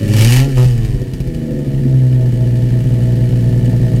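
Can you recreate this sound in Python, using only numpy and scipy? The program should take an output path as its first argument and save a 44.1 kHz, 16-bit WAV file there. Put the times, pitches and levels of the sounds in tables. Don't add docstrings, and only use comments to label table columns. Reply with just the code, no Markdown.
import sys
import numpy as np
from scipy import signal
from scipy.fft import rfft, irfft, next_fast_len
from scipy.io import wavfile
from scipy.ndimage import uniform_filter1d

SR = 44100
rng = np.random.default_rng(int(sys.argv[2]) if len(sys.argv) > 2 else 0)


def wrap_up_sound(samples):
    columns = np.atleast_2d(samples).T
    tamed = np.clip(columns, -1, 1)
    steps = np.round(tamed * 32767).astype(np.int16)
    wavfile.write(sys.argv[1], SR, steps)


N = 176400
TIME = np.arange(N) / SR

# (time [s], engine speed [rpm])
REVS = [(0.0, 2000), (0.19, 2140), (0.3, 2440), (0.4, 2675), (0.48, 2810), (0.55, 2480), (0.65, 2520),
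        (0.75, 2310), (1.0, 1922), (1.25, 1664), (1.6, 1425), (2.0, 1283), (2.35, 1207), (3.2, 1195),
        (4.0, 1166)]
# (time [s], share of cylinder imbalance [0-1], strength scatter [dB])
LOPE = [(0, .55, 4), (.22, .12, 1.2), (.64, .05, .7), (.74, .45, 3), (1.8, .54, 4), (1.98, .3, 2.5),
        (2.4, .52, 2.6), (4, .62, 2.4)]
# (strength [dB], lateness [firing intervals])
CYLINDERS = [(-3.9, -.08), (-1, .05), (5, -.01), (6.3, -.02), (-.5, .05), (0, 0)]
MISFIRES = [2.31, 2.82]
TIMING_SLOP = .006

def firings():
    rpm, = in_time(REVS)
    fired = np.cumsum(rpm) / 120 * len(CYLINDERS) / SR
    number = np.arange(int(fired[-1]) + 1)
    db, late = np.array(CYLINDERS)[number % len(CYLINDERS)].T
    imbalance, scatter_db = (np.interp(number, fired, c) for c in in_time(LOPE))
    chance = rng.standard_normal((len(number), 2))
    jitter = TIMING_SLOP * scatter_db * chance[:, 0]
    times = np.interp(number + late * imbalance + jitter, fired, TIME)
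    strength = from_db(db * imbalance + scatter_db * chance[:, 1])
    for s in MISFIRES:
        strength[np.argmin(abs(times - s))] = 0
    return times, strength


GROWL_UNEVENNESS = 0.45
TURBULENCE_DB = -8

def gritty_pulses(times, strength):
    pulses = clicks(times, strength ** GROWL_UNEVENNESS)
    swirl = decay(pulses, 0.0025) * rng.standard_normal(N)
    return pulses + from_db(TURBULENCE_DB) * swirl * pulses.std() / swirl.std()


# (time [s], thump level [dB], boom level [dB], growl level [dB])
EXHAUST_LEVELS = [(0,-32,-18.5,-21.5), (.2,-21,-5.5,-16), (.4,-18,-7,-20), (.52,-26,-16.5,-20.5),
                  (.6,-15,-4.5,-33), (.7,-18,-10,-27), (.92,-21,-18,-27), (1.08,-41,-22.5,-30.5),
                  (1.3,-33,-21.5,-26), (1.5,-30,-23,-22.5), (1.85,-25,-13,-22.5), (1.97,-29,-8,-22),
                  (2.35,-26.5,-11,-23.5), (4,-23.5,-10,-21.5)]
# (frequency [Hz], width [Hz], gain [dB])
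THUMP_MODES = [(34, 5.8, 36), (53, 23, 4.5)]
BOOM_MODES = [(126.9, 9.3, -7.5), (179.4, 10.4, -21)]
GROWL_MODES = [(202.6, 17.5, 3.5), (227.6, 13, 6), (256.4, 9.7, 6), (335, 17.4, -2), (370.1, 13.3, -1),
               (501.6, 24.6, -6.5)]
IDLE_MODES = [(640.7, 12, -5.5), (882, 26, -19.5)]

def exhaust(times, strength, grit):
    rpm, = in_time(REVS)
    thump_db, boom_db, growl_db = in_time(EXHAUST_LEVELS)
    pulses = clicks(times, strength)
    thump = band(resonate(pulses, THUMP_MODES), 21.6, 72)
    boom = band(resonate(pulses, BOOM_MODES), 84.6, 163.3)
    idle_ring = resonate(grit * (rpm.min() / rpm) ** 2, IDLE_MODES)
    growl = band(resonate(grit, GROWL_MODES) + idle_ring, 197, 930)
    return (from_db(thump_db) * evened(thump, 0.13)
            + from_db(boom_db) * evened(boom, 0.063)
            + from_db(growl_db) * evened(growl, 0.068))


# (time [s], first level [dB], second level [dB])
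BLARE_LEVELS = [(.08, -45, -70), (.22, -39, -70), (.43, -22.5, -89), (.55, -40, -58), (.578, -37, -19.5),
                (.64, -50, -23.5), (.68, -70, -37)]
# (frequency [x firing rate], gain in first stab [dB], gain in second stab [dB])
BLARE_OVERTONES = [(2, -3, 4), (3, -10, 1.5), (4, -3, 0.5), (5, -9, -6), (6, -12, -8.5), (7, -26, -9.5),
                   (8, -28, -18), (10, -17, -15)]

def blare(times):
    first_db, second_db = in_time(BLARE_LEVELS)
    phase = 2 * np.pi * np.interp(TIME, times, np.arange(len(times)))
    return sum((from_db(first_db + first) + from_db(second_db + second)) * np.sin(round(k) * phase)
               for k, first, second in BLARE_OVERTONES)


# (time [s], thud level [dB], bark level [dB], crack level [dB])
BACKFIRES = [(.655, -3.5, -30, -28), (.848, -13, -34, -33), (0.944, -9.5, -22.5, -42),
             (1.016, -16.5, -17.5, -39.5), (1.135, -15.5, -32, -33), (1.203, -11.5, -24, -34.5),
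             (1.273, -11.5, -22, -39), (1.346, -12.5, -31, -35.5)]
# (time [s], level [dB])
SPURTS = [(0.209, -14), (0.363, -18)]
# (frequency [Hz], width [Hz], gain [dB])
THUD_MODES = [(37.4, 22, 0.42), (120, 20, -2.5)]
BARK_MODES = [(252, 18.5, 2), (363.7, 23.4, -1), (505.2, 19, 2)]

def backfires():
    s, thud_db, bark_db, crack_db = np.transpose(BACKFIRES)
    spurt_s, spurt_db = np.transpose(SPURTS)
    noise = gas_noise(1, RASP_COLOUR)
    spits = clicks(s, from_db(crack_db)) + clicks(spurt_s, from_db(spurt_db))
    crack = decay(spits, decay_s=0.01) * noise / noise.std()
    thud = kick_pipe(s, thud_db, THUD_MODES, 26, 172)
    bark = kick_pipe(s, bark_db, BARK_MODES, 247, 450)
    return crack + thud + bark


# (time [s], level [dB])
RASP_LEVELS = [(0, -48.5), (.14, -28), (.21, -20.5), (.39, -21), (.47, -39.5), (.55, -41), (.59, -29),
               (.75, -43), (.92, -45), (1.05, -62)]
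RASP_FADE_DB_PER_S = 49

def rasp_gain():
    db, = in_time(RASP_LEVELS)
    tail_s = np.maximum(TIME - RASP_LEVELS[-1][0], 0)
    return from_db(db - RASP_FADE_DB_PER_S * tail_s)


# (frequency [Hz], gain [dB])
RASP_COLOUR = [(470, -32), (800, 0), (1050, -9), (2050, -8), (2570, -2.5), (3330, -10.5), (4830, -4),
               (7370, -10), (13500, -12.5), (15500, -24)]

def rasp(times, strength):
    flow = puffs(times, strength, decay_s=0.0048, scatter_db=6.0, steady=0.41)
    rounded = uniform_filter1d(flow, size=70)
    return rasp_gain() * evened(gas_noise(rounded, RASP_COLOUR), 0.089)


# (time [s], level [dB])
CHUFFS = [(1.852, -9), (3.678, -14)]

def chuffs():
    s, db = np.transpose(CHUFFS)
    return kick_pipe(s, db, BARK_MODES, 190, 330)


# (peak time [s], half-width [s], level [dB], tuning [x bark frequencies])
SWELLS = [(.12, 0.12, -23.5, 1.1), (1.55, 0.086, -25, 1.0)]

def swells(grit):
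    out = 0
    for s, half_s, db, tuning in SWELLS:
        modes = [(hz * tuning, width, gain) for hz, width, gain in BARK_MODES]
        throat = band(resonate(grit, modes), 214, 560, order=3)
        envelope = np.exp(-.5 * ((TIME - s) / half_s) ** 2)
        out = out + from_db(db) * envelope * evened(throat, 0.1)
    return out


# (time [s], level [dB])
HISS_LEVELS = [(0, -39), (1.1, -45.5), (1.9, -44), (2.8, -42), (4, -41)]
# (frequency [Hz], gain [dB])
HISS_COLOUR = [(590, -31), (1000, -6), (1600, -5), (1790, 3.5), (2060, -6), (2970, -10), (3700, -9),
               (4340, -7), (6340, -11.5), (13400, -15), (15500, -21)]

def hiss(times, strength):
    db, = in_time(HISS_LEVELS)
    flow = puffs(times, strength, decay_s=0.012, scatter_db=7, steady=2.05)
    return from_db(db) * evened(gas_noise(flow, HISS_COLOUR), 0.43)


# (frequency [Hz], width [Hz], gain [dB])
STEEL_MODES = [(1773, 74, 7), (1915, 24, 9), (2530, 81, -4), (2972, 77, 4), (4500, 140, -7),
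               (6790, 110, -5.5), (8300, 520, -8)]
CHATTER_DB, CHATTER_SCATTER_DB = -7, 3.5

def chatter(times):
    hiss_db, = in_time(HISS_LEVELS)
    chance = rng.standard_normal((len(times), len(STEEL_MODES), 2))
    steel = 0
    for k, mode in enumerate(STEEL_MODES):
        knocks = clicks(times + .001 * chance[:, k, 0], from_db(CHATTER_SCATTER_DB * chance[:, k, 1]))
        steel = steel + resonate(knocks, [mode])
    flow = rasp_gain() + from_db(hiss_db)
    return from_db(CHATTER_DB) * flow * evened(band(steel, 1480, CUTOFF_HZ), 0.23)


# (time [s], relative level [dB])
TICKS = [(3.034, -6), (3.655, 0.5), (3.961, -1)]
RATTLE_DB = -18.5

def rattle():
    s, db = np.transpose(TICKS)
    envelope = decay(clicks(s, from_db(db + RATTLE_DB)), decay_s=0.007)
    return resonate(envelope * rng.standard_normal(N), STEEL_MODES)


# (frequency [Hz], width [Hz], gain [dB])
TIP_MODES = [(1774, 67, -11.5), (2310, 110, 4), (2930, 480, 5.5)]
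PIPE_ROUND_TRIP_HZ, PIPE_ECHO = 123.2, 0.33

def gas_noise(flow, colour):
    size = next_fast_len(N + SR // 4)
    hz = np.arange(size // 2 + 1) * SR / size + 1e-3
    points, db = np.transpose(colour)
    eq = from_db(np.interp(np.log(hz), np.log(points), db))
    echo = 1 / (1 - PIPE_ECHO * np.exp(-2j * np.pi * hz / PIPE_ROUND_TRIP_HZ))
    spectrum = rfft(flow * rng.standard_normal(N), size)
    gas = irfft(spectrum * eq * echo, size)[:N]
    return gas + resonate(gas, TIP_MODES, step=0.78)


def puffs(times, strength, decay_s, scatter_db, steady):
    sizes = np.sqrt(strength) * from_db(scatter_db * rng.standard_normal(len(times)))
    bursts = decay(clicks(times, sizes), decay_s)
    softened = decay(bursts, 0.00017)
    return steady + evened(softened, 0.041)


def kick_pipe(times, db, modes, low_hz, high_hz):
    impulse = clicks(np.zeros(1), 1)
    ring = band(resonate(impulse, modes, step=0.92), low_hz, high_hz)
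    return -signal.fftconvolve(clicks(times, from_db(db)), ring / abs(ring).max())[:N]


def resonate(x, modes, step=-1):
    out = 0
    for k, (hz, width, db) in enumerate(modes):
        r = np.exp(-np.pi * width / SR)
        ring = signal.lfilter([1, 0, -1], [1, -2 * r * np.cos(2 * np.pi * hz / SR), r * r], x)
        out = out + step ** k * from_db(db) * (1 - r * r) / 2 * ring
    return out


def band(x, low_hz, high_hz, order=2):
    return signal.sosfilt(signal.butter(order, [low_hz, high_hz], "band", fs=SR, output="sos"), x)


def clicks(times, heights):
    out = np.zeros(N)
    np.add.at(out, np.clip((times * SR).astype(int), 0, N - 1), heights)
    return out + 1e-18


def decay(x, decay_s):
    return signal.lfilter([1], [1, -np.exp(-1 / (decay_s * SR))], x)


def evened(x, span_s):
    size = int(span_s * SR)
    return x / np.sqrt(uniform_filter1d(uniform_filter1d(x * x, size), size) + 1e-14)


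def in_time(rows):
    s, *columns = np.transpose(rows)
    return [np.interp(TIME, s, c) for c in columns]


def from_db(db):
    return 10 ** (np.asarray(db) / 20)


def scene():
    times, strength = firings()
    grit = gritty_pulses(times, strength)
    pipe = exhaust(times, strength, grit) + blare(times) + backfires() + chuffs() + swells(grit)
    gas = rasp(times, strength) + hiss(times, strength)
    metal = chatter(times) + rattle()
    return (pipe + gas + metal)[None]


CLIP_CEILING, CUTOFF_HZ = 0.73, 15800

def record(dry):
    clipped = dry / (1 + (dry / CLIP_CEILING) ** 8) ** (1 / 8)
    return signal.sosfiltfilt(signal.ellip(10, .05, 60, CUTOFF_HZ, fs=SR, output="sos"), clipped)


dry = scene()
out = record(dry)
wrap_up_sound(out)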